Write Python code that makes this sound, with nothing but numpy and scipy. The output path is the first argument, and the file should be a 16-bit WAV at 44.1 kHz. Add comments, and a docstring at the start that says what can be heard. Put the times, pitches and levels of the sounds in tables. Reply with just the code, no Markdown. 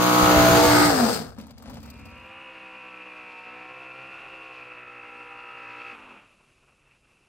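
"""Trackside at a drag strip, a stereo microphone 1.6 m from the pipes: a V8 slides past in a burnout,
its firings booming and barking, tyres sizzling, exhaust gusts buffeting the microphone. The driver lifts
and the car burbles off to the left, popping unburnt fuel and flicking grit. Around two seconds in, the
sound fades over to a distant mono microphone above the strip. There a second burnout is held for four
seconds, until the throttle shuts and the engine drops to a lumpy, receding idle."""
import sys
import numpy as np
from scipy import signal
from scipy.fft import rfft, irfft, next_fast_len
from scipy.io import wavfile
from scipy.ndimage import uniform_filter1d, map_coordinates

SR = 44100
rng = np.random.default_rng(int(sys.argv[2]) if len(sys.argv) > 2 else 0)


def generate_wav(signal):
    """Clip the signal to [-1, 1] and save it as 16-bit WAV at the path in sys.argv[1]."""
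    frames = np.transpose(np.atleast_2d(signal))
    scaled = np.clip(frames, -1, 1) * 32767
    pcm = np.round(scaled).astype(np.int16)
    wavfile.write(sys.argv[1], SR, pcm)


N = 321046
T = np.arange(N) / SR

# the eight firings as heard from the nearer bank of pipes, in firing order: level_db
FIRING_DB = [0.5, -9.5, -3.5, -2, -5.5, -2, -5.5, -7.5]
# spectrum of a sharp tick, for grit and after-fires: frequency_hz, level_db
TICK_SPECTRUM = [(1500, -9), (4900, -0.5), (6000, -6), (8200, -3), (9700, -12), (13500, 0.5)]

PIPE_HZ = 233.8  # the exhaust's main resonance
NEAR_LIFT_S, FAR_LIFT_S = .878, 5.925  # the driver lifts off the throttle
CAR_M_S, PIPES_S, PIPES_M = 5, .51, 1.6  # close car's speed; when its pipes are abreast, and how far off


def undb(db):
    """Decibels to gain."""
    return np.exp(np.asarray(db) * np.log(10) / 20)


def curves(table):
    """Each column of a table of rows (time_s, ..) at every sample."""
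    times, *columns = np.transpose(table)
    return [np.interp(T, times, column) for column in columns]


def ramp(start_s, end_s):
    """Goes from 0 to 1 between two times."""
    return np.clip((T - start_s) / (end_s - start_s), 0, 1)


def fade(start_s, db_per_s):
    """Gain that falls evenly in dB from a given time."""
    return undb(-db_per_s * np.maximum(T - start_s, 0))


def swells(events, attack_s, decay_s):
    """Gain of events (start_s, level_db) that each rise quickly and die away."""
    return sum(undb(db) * ramp(s, s + attack_s) * np.exp(-np.maximum(T - s - attack_s, 0) / decay_s)
               for s, db in events)


def steady(x, size=4000):
    """Holds the short-term rms of the channel mean at 1."""
    power = uniform_filter1d(np.atleast_2d(x).mean(axis=0) ** 2, size=size)
    return x / np.sqrt(np.abs(power) + 1e-12)


def roughen(tones, noise, share):
    """Levels tones and noise, then mixes them with the noise taking a share 0-1 of the power."""
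    return np.sqrt(1 - share) * steady(tones) + np.sqrt(share) * steady(noise)


def walk(rate_hz):
    """Random wander with a spread near 1."""
    knots = rng.standard_normal(int(rate_hz * N / SR) + 2)
    return np.interp(T * rate_hz, np.arange(len(knots)), knots) * np.sqrt(3 / 2)


def air(likeness):
    """Two channels of noise, alike by a share 0-1."""
    common = np.sqrt(likeness) * rng.standard_normal(N)
    return common + np.sqrt(1 - likeness) * rng.standard_normal((2, N))


def colour(x, points, size=4096):
    """Minimum-phase filter through (frequency_hz, level_db) points, falling steeply beyond them."""
    hz, db = np.transpose(points)
    log_hz = np.log(np.maximum(np.fft.rfftfreq(size, 1 / SR), 1))
    outside = np.maximum(np.log(hz[0]) - log_hz, 0) + np.maximum(log_hz - np.log(hz[-1]), 0)
    response_db = np.interp(log_hz, np.log(hz), db) - 27.7 * np.minimum(outside, 2)
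    cepstrum = irfft(np.log(undb(response_db)))
    cepstrum[1:size // 2] *= 2
    cepstrum[size // 2:] = 0
    impulse = irfft(np.exp(rfft(cepstrum)))
    return signal.oaconvolve(np.atleast_2d(x), impulse[None], axes=1)[:, :N]


def ring(x, hz, width_hz):
    """One resonance, gain 1 at its centre."""
    return signal.lfilter(*signal.iirpeak(hz, hz / width_hz, fs=SR), x)


def passing(abreast_s, metres):
    """Inverse-distance gain of a part of the car, 1 when abreast of the microphone."""
    return metres / np.hypot(CAR_M_S * (T - abreast_s), metres)


def bearing():
    """Sine of the angle from the microphone to the pipes: -1 approaching, +1 leaving."""
    return CAR_M_S * (T - PIPES_S) / PIPES_M * passing(PIPES_S, PIPES_M)


def ports(x, lag_s):
    """Sound reaches the microphone's two ports apart in time, by the bearing of the car."""
    delays_s = np.array([[-1], [1]]) * lag_s * bearing() / 2
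    return np.array([map_coordinates(channel, [(T - delay_s) * SR], mode="nearest")
                     for channel, delay_s in zip(x, delays_s)])


def shade(x):
    """The microphone's body shades the right port, more so once the car has gone left."""
    # balance facing the car, then with the car off to the left: frequency_hz, left_minus_right_db
    facing = [(100, 1), (300, -1), (600, -2), (1300, 3.5), (2500, -1.5), (4500, 3), (20000, -1)]
    gone_left = [(250, 1), (600, 4), (1300, 12.5), (2500, -4), (4500, 9), (20000, -4.5)]
    size = next_fast_len(N)
    log_hz = np.log(np.maximum(np.fft.rfftfreq(size, 1 / SR), 1))
    turned, shaded = ramp(.88, .98), 0
    for balance, share in ((facing, 1 - turned), (gone_left, turned)):
        hz, db = np.transpose(balance)
        tilt_db = np.interp(log_hz, np.log(hz), db)
        gains = undb(np.array([tilt_db, -tilt_db]) / 2)
        shaded += share * irfft(rfft(x, size) * gains, size)[:, :N]
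    return shaded


def closing(lift_s):
    """The throttle, from 0 open to 1 shut in 42 ms."""
    return ramp(lift_s, lift_s + .042)


def overrun(lift_s, drop_db, db_per_s, coast_s=.22):
    """Gain after a lift: a step down as the throttle shuts, a short coast, then a fade."""
    return undb(drop_db * closing(lift_s)) * fade(lift_s + coast_s, db_per_s)


def revs(held_hz, lift_s, idle_hz=17, sag_hz_per_s=82):
    """Engine cycles per second: held until the driver lifts, then sinking evenly to idle."""
    return np.maximum(idle_hz, held_hz - sag_hz_per_s * np.maximum(T - lift_s, 0))


def crank(cycle_hz, flutter):
    """Engine cycles turned so far; the slipping tyres make the speed flutter."""
    return np.cumsum(cycle_hz * (1 + flutter * walk(30))) / SR


def firings(turns, scatter_db, jitter_s):
    """One pulse per firing, uneven in size and timing; unequal pipes give each cylinder its own delay."""
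    count = len(FIRING_DB)
    k = np.arange(int(turns[-1] * count))
    late = rng.permutation(count) / count * .22  # share of the gap between firings
    chance = rng.standard_normal((len(k), 2))
    times_s = np.interp((k + late[k % count]) / count, turns, T) + jitter_s * chance[:, 0]
    size = undb(np.array(FIRING_DB)[k % count] + scatter_db * chance[:, 1])
    at = np.clip(times_s * SR, 0, N - 2)
    i = at.astype(int)  # each pulse is shared between two samples
    return np.bincount(i, size * (1 - at + i), N) + np.bincount(i + 1, size * (at - i), N)


def puffs(pulses, decay_s):
    """Each pulse opens a flow that dies away."""
    return signal.lfilter([1], [1, -np.exp(-1 / (decay_s * SR))], pulses)


def exhaust_lines(turns, views, turned, unrest, first_order, extra_db=None, extra_orders=0, apart=0):
    """Tones at multiples of the cycle rate, blended from view to view as the car turns its pipes."""
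    mid, side, pattern = np.zeros(N), np.zeros(N), np.fft.fft(undb(FIRING_DB))
    orders = list(zip(*views)) + [[extra_db] * len(views)] * extra_orders
    for k, levels in enumerate(orders, first_order):
        # the firing order sets each phase; hot, moving air makes phase and level wander
        phase = np.angle(pattern[k % len(pattern)]) + unrest ** 2 * rng.standard_normal()
        drift = .5 * unrest * min(k / 10, 1) * walk(16)
        angle = 2 * np.pi * (k * turns % 1) + phase + drift
        waver_db = 2 * unrest * (walk(6) + walk(28))  # slow sway and quick flicker
        gain = undb(np.interp(turned, np.arange(len(views)), levels) + waver_db)
        mid += gain * np.sin(angle)
        if apart:  # short waves reach the two ports out of step
            side += gain * np.cos(angle) * apart * np.sqrt(k) * walk(5)
    return np.array([mid + side, mid - side]) if apart else mid


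def strip():
    """Low rumble and hiss at the distant microphone above the strip."""
    # steady background: frequency_hz, level_db
    spectrum = [(25, 2), (85, -1.5), (380, -8), (2000, -20.5), (2680, -6.5), (3200, -19.5), (11300, -24),
                (12200, -47)]
    return steady(colour(rng.standard_normal(N), spectrum)) * undb(-66.5 + 1.1 * walk(4)) * ramp(1.7, 2.4)


def far_burnout():
    """From far off: low exhaust tones, a rasp in the microphone's resonance and crackle, then idle."""
    # engine speed with the throttle held: time_s, cycle_hz
    held_speed = [(2.0, 62), (2.19, 64.8), (2.41, 65.7), (3.25, 61.6), (3.48, 61.8), (4.14, 66),
                  (4.43, 64.9), (4.63, 62.3), (4.95, 61.1), (5.6, 60.7), (5.9, 61)]
    # loudness with the throttle held: time_s, exhaust_db, rasp_db
    held_levels = [(2.25, -47.5, -47), (3.44, -47, -45), (3.52, -45, -45.5), (4.6, -47, -45),
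                   (4.92, -46.5, -47.5), (5.46, -44.5, -46.5), (5.88, -43.5, -43)]
    # exhaust tones from the front quarter, the flank and behind, orders 2-24: level_db
    quarter = [-19, -12.5, -11, -4.5, -15, -15, 0, -12, -10, -17, -4.5, -10, -26, 0, -5.5, -8, -2.5, -15,
               -20, -1.5, -6, -11, -8]
    flank = [-9, -12.5, -14, -2, -8, -10.5, 0.5, -14, -10, -4.5, -4.5, -9, -25, -2, -5.5, 1, -10, -8, -17,
             1, -1.5, -13, -11]
    behind = [-16.5, -25.5, -15.5, -9.5, -12, -13, -4, -11.5, -11.5, -21, -21, -3.5, -10, -31, -1.5, -21,
              -7, -16, -7.5, -0.5, 1, -1.5, -15]
    # rasping overtones from the same three sides, orders 36-46: level_db
    quarter_rasp = [-14, -6, -3, 1, -11, -4.5, -4, -2, -4, -8, -33]
    flank_rasp = [-6, 1, -3, -2, 0, -0.5, 1.5, -20, -6, -24, -12]
    behind_rasp = [-4.5, -9.5, -6, -11, -8, -6, 1.5, -2, -3, -12.5, -5]
    # turbulent exhaust, rasp and crackle at this distance: frequency_hz, level_db
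    roar_spectrum = [(60, -19), (280, -8), (520, 0.5), (760, -0.5), (1050, 4), (1350, 5), (1600, -1.5),
                     (2100, -23.5)]
    rasp_spectrum = [(1200, -37.5), (1550, -15), (1780, -9), (2150, -6), (2420, 0.5), (2690, 5), (2950, -9),
                     (4000, -24)]
    crackle_spectrum = [(2500, -26), (3300, -3), (4500, 7), (6000, -6.5), (11000, -22)]
    # stronger burbles of the idle: start_s, exhaust_db, rasp_db
    idle_burbles = [(6.39, -63, -70), (6.615, -65.5, -70), (6.675, -64.5, -66), (6.895, -74, -60.5),
                    (7.035, -69, -66)]

    held_hz, = curves(held_speed)
    exhaust_db, rasp_db = curves(held_levels)
    turns = crank(revs(held_hz, FAR_LIFT_S), flutter=.001157)
    shut, idle = closing(FAR_LIFT_S), ramp(5.96, 6.7)
    # higher revs are rougher and the tones break up at the peak; a shut throttle is mostly turbulence
    rough = .06 + .014 * (held_hz - held_hz.min()) + .27 * np.exp(-((T - 4.25) / .07) ** 2)
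    rough = np.clip(rough + (.8 - rough) * shut, 0, 1)
    pulses = firings(turns, scatter_db=2.5, jitter_s=.00002)
    flow = rng.standard_normal(N) * puffs(pulses, decay_s=.013)
    turned = ramp(3.5, 3.7) + ramp(4.46, 5.15)
    ragged = undb(1.2 * walk(90))  # no two engine cycles burn alike
    lines = ragged * exhaust_lines(turns, (quarter, flank, behind), turned, unrest=.9,
                                   first_order=2, extra_db=-10, extra_orders=11)
    exhaust = roughen(lines, colour(flow, roar_spectrum), rough)
    # with the throttle shut the falling orders sweep through the pipe resonance
    pipe_drive = steady(lines) + undb(-5) * steady(flow)
    exhaust += undb(-7) * (shut - idle) * steady(ring(ring(pipe_drive, PIPE_HZ, 149), PIPE_HZ, 151))
    exhaust += undb(-7.5) * idle * steady(ring(ring(pulses, 88, 68), 89, 70))  # single firings thump
    # the high orders waver most on their way through the air
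    overtones = ragged * exhaust_lines(turns, (quarter_rasp, flank_rasp, behind_rasp), turned,
                                       unrest=1.1, first_order=36)
    rasp = roughen(ring(overtones, 2550, 600), colour(flow, rasp_spectrum), np.clip(rough + .22, 0, 1))

    # the idle lopes, burbles and recedes
    lope = idle * undb(2.4 * walk(16)) * fade(6.26, db_per_s=8)
    burp, buzz = (swells(np.array(idle_burbles)[:, [0, k]], attack_s=.016, decay_s=.038) for k in (1, 2))
    exhaust_gain = undb(exhaust_db) * overrun(FAR_LIFT_S, drop_db=-6.5, db_per_s=99.5)
    rasp_gain = undb(rasp_db) * overrun(FAR_LIFT_S, drop_db=-8.5, db_per_s=84.5)
    exhaust *= np.hypot(exhaust_gain, np.hypot(undb(-68) * lope, burp))
    rasp *= np.hypot(rasp_gain, np.hypot(undb(-66.5) * lope, buzz))
    # the crackle comes in surges and grows faster than the rasp as the engine works harder
    crackle_db = -61.5 + 2 * (rasp_db - rasp_db.max()) + walk(20)
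    crackle = steady(colour(flow, crackle_spectrum)) * undb(crackle_db)
    crackle *= overrun(FAR_LIFT_S, drop_db=-9.5, db_per_s=54)
    return (exhaust + rasp + crackle) * ramp(1.765, 2.34)


def buffet():
    """The exhaust blast shakes the close microphone: a few gusts, then a dying wake."""
    # gusts that hit the microphone: start_s, level_db
    gusts = [(.225, -28.5), (.36, -23.5), (.51, -24), (.665, -33)]
    eddies = air(.33) * undb(2.8 * walk(25))
    blast = steady(colour(eddies, [(30, -24.5), (62, -2), (95, -1), (200, -12.5)]), size=2000)
    wake = undb(-46 + 10 * ramp(.21, .24)) * fade(.8, db_per_s=25)
    return blast * (wake + swells(gusts, attack_s=.008, decay_s=.033))


def grit():
    """Crumbs of rubber and stone tick with a bright ring; finer ones sprinkle on as the car leaves."""
    # larger pieces flung from the slicks: start_s, level_db
    hits = [(1.411, -43), (1.507, -44), (1.5809, -43.5), (1.7406, -45), (1.9007, -38.5), (2.056, -49)]
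    crumbs_per_s, tick_ring_hz = 140, 4800
    crumbs = (rng.random(N) < crumbs_per_s / SR) * undb(2.4 * rng.standard_normal(N))
    crumbs *= ramp(1.65, 1.75) * fade(1.75, db_per_s=14)
    sprinkle = undb(-56) * puffs(crumbs, decay_s=.0048)
    contact = air(.21) * (swells(hits, attack_s=.001, decay_s=.006) + sprinkle)
    return colour(contact, TICK_SPECTRUM) + 1.1 * ring(contact, tick_ring_hz, 350)


def cracks():
    """Small after-fires at the pipe mouths: a short rush of gas with a hollow ring."""
    # after-fires: start_s, level_db
    after_fires = [(1.384, -41), (1.4671, -44), (1.6225, -40), (1.6963, -38), (1.829, -43), (1.8585, -42)]
    burst = air(.35) * swells(after_fires, attack_s=.001, decay_s=.0084)
    return 3 * ring(burst, hz=950, width_hz=380) + .65 * colour(burst, TICK_SPECTRUM)


def burble(turns):
    """Off throttle, ragged firings ring the pipe and thud; pops and a nudge of throttle lift them."""
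    # gas leaving the pipes: frequency_hz, level_db
    gas_spectrum = [(200, -8.5), (480, 0), (1300, -13.5), (4600, -19), (15000, -39)]
    # unburnt fuel popping in the pipes: start_s, level_db
    fuel_pops = [(1.2, -32.5), (1.383, -38.5)]
    pulses = firings(turns, scatter_db=5, jitter_s=.00098)
    flow = air(.86) * puffs(pulses, decay_s=.0113)
    pipe = steady(ring(ring(flow, PIPE_HZ, 33), PIPE_HZ, 130), size=1500)
    thud = steady(colour(flow, [(35, -35), (58, 0), (85, 1), (130, -7.5), (180, -14.5)]), size=2500)
    gas = steady(colour(flow, gas_spectrum))
    nudge_s, peak_s = 1.573, 1.703  # a touch of throttle keeps the car rolling
    rolling, nudge = ramp(1.3, 1.39), ramp(nudge_s, peak_s) ** 2
    pops = swells(fuel_pops, attack_s=.0021, decay_s=.042)
    pipe *= undb(-52) * rolling + undb(-44) * nudge * fade(peak_s, db_per_s=50) + pops
    thud *= undb(-56.5) * rolling + undb(-46) * nudge * fade(peak_s, db_per_s=17)
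    gas *= undb(-57) * rolling + undb(-47.5) * nudge * fade(peak_s, db_per_s=79) + undb(-6) * pops
    return pipe + thud + gas


def close_pass(turns, cycle_hz):
    """Open pipes boom and bark, gas and tyres sizzle; all swell in passing and sink after the lift."""
    # exhaust tones ahead of the car, at the pipes, at the rear wheel and past it, orders 2-24: level_db
    ahead = [-4, -1.5, -12, 0, -10, -25, -5, -9, -16, -6.5, -15, -6, -5.5, -9, -7.5, -22, -4, -5, -6.5, -8,
             -8.5, -15, -9.5]
    abreast = [-12, -4.5, -17, 0.5, -15.5, -14.5, -6.5, -10, -4.5, 0, -13, -6, -11.5, -16.5, -10.5, -12,
               -16, -7, -14.5, -9.5, -11, -15.5, -10]
    rear_wheel = [-16.5, -10.5, -14, 1.5, -11, -14.5, 3.5, -10.5, -8, -3.5, -8.5, -2, -4.5, -1, -10, -16,
                  -16.5, -11, -20.5, -11.5, -10.5, -15, -11]
    past = [-13.5, -11, -13.5, 1.5, -12, -30.5, -14, -20, -22, -6.5, -13.5, -10, -7, -10, -12.5, -23.5,
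            -22.5, -11.5, -21, -11, -13, -14.5, -17]
    # turbulent exhaust from close by: frequency_hz, level_db
    roar_spectrum = [(50, -22.5), (130, -3.5), (240, -1.5), (380, -1), (620, -2), (1000, -4), (1300, -0.5),
                     (1750, -5), (2100, -18.5), (3600, -28.5)]
    # bright hiss and spray, with the peaks and notches the microphone and recorder add:
    # frequency_hz, level_db
    bright_hiss = [(1500, -13), (2300, 0), (3300, -1.5), (4800, -2), (5600, -9.5), (6600, 0), (7500, -11.5),
                   (8200, -9), (9800, -14), (13000, -7), (15500, -12)]
    bright_spray = [(1500, -5), (2300, -2), (3200, -4.5), (4900, 3), (5800, -5), (7300, -5), (8200, 0),
                    (9700, -12), (13500, -8), (15500, -11.5)]
    tyres_s, tyres_m = .64, 2.74  # when the rear tyres are abreast, and how far off

    shut = closing(NEAR_LIFT_S)
    pulses = firings(turns, scatter_db=2, jitter_s=.00008)
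    turned = ramp(.26, .38) + ramp(.53, .6) + ramp(.66, .73)
    # the tones are steady ahead of the car and break up in its wake
    lines = exhaust_lines(turns, (ahead, abreast, rear_wheel, past), turned, first_order=2,
                          unrest=.55 + .6 * ramp(.3, .5), extra_db=-22, extra_orders=14, apart=.18)
    roar = colour(air(.55) * puffs(pulses, decay_s=.0016), roar_spectrum)
    lowpass = signal.butter(4, 400, fs=SR, output="sos")  # boom below 400 Hz, bark above
    low_lines, low_roar = signal.sosfiltfilt(lowpass, lines), signal.sosfiltfilt(lowpass, roar)

    # a few firings after the lift, the boom narrows to the pipe resonance
    spent = closing(NEAR_LIFT_S + .023)
    low_lines, low_roar = ((1 - spent) * x + spent * ring(x, PIPE_HZ, 59) for x in (low_lines, low_roar))
    # the falling fifth order swells in that resonance and stays clean until it has dropped through
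    in_tune = np.exp(-((5 * cycle_hz - PIPE_HZ) / 24) ** 2)
    boom = roughen(low_lines, low_roar, np.clip(.062 + ramp(1.07, 1.095), 0, 1))
    # thrown backwards, the boom is stronger once the car is past; it dips as the rear wheel goes by
    dip_db = 4 * np.exp(-((T - tyres_s) / .14) ** 2)
    boom *= undb(-18.5 + 2 * bearing() + 10 * in_tune - dip_db)
    boom *= overrun(NEAR_LIFT_S, drop_db=-7, db_per_s=129)

    # the bark is more turbulent behind the car, and half turbulence with the throttle shut
    rough = .05 + .24 * ramp(.21, .88)
    bark = roughen(lines - low_lines, roar - low_roar, rough + (.5 - rough) * shut)
    # off throttle the falling orders sweep through the pipe's next two resonances
    overtones = sum(ring(bark, k * PIPE_HZ, 70) for k in (2, 3))
    bark = steady(bark + 2.1 * shut * overtones)
    bark *= undb(-17) * overrun(NEAR_LIFT_S, drop_db=-1.5, db_per_s=108.5)

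    # the hiss of the pipes gives way to the spray of the rear tyres, which spin on a little longer
    spray, hiss = ramp(.55, .81), air(.11) * puffs(pulses, decay_s=.0058)
    sizzle = steady((1 - spray) * colour(hiss, bright_hiss) + spray * colour(hiss, bright_spray))
    sizzle *= undb(-25.5 - 4.66 * shut) * passing(tyres_s, tyres_m) * fade(1.147, db_per_s=160)
    return (boom + bark) * passing(PIPES_S, PIPES_M) + sizzle


def scene():
    """Trackside, the car passes with a slight Doppler fall; then the distant microphone takes over."""
    doppler = 1 - CAR_M_S * bearing() / 343
    cycle_hz = revs(held_hz=60.27, lift_s=NEAR_LIFT_S) * doppler
    turns = crank(cycle_hz, flutter=.003)
    car = close_pass(turns, cycle_hz) + burble(turns) + cracks() + grit()
    trackside = (ports(car, lag_s=.00011) + buffet()) * (1 - ramp(2.096, 2.56)) ** 2
    return shade(trackside) + far_burnout() + strip()


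def record(dry):
    """The recorder cuts the treble steeply above 15.7 kHz."""
    return signal.sosfilt(signal.ellip(10, .2, 80, 15700, fs=SR, output="sos"), dry)


dry = scene()
out = record(dry)
generate_wav(out)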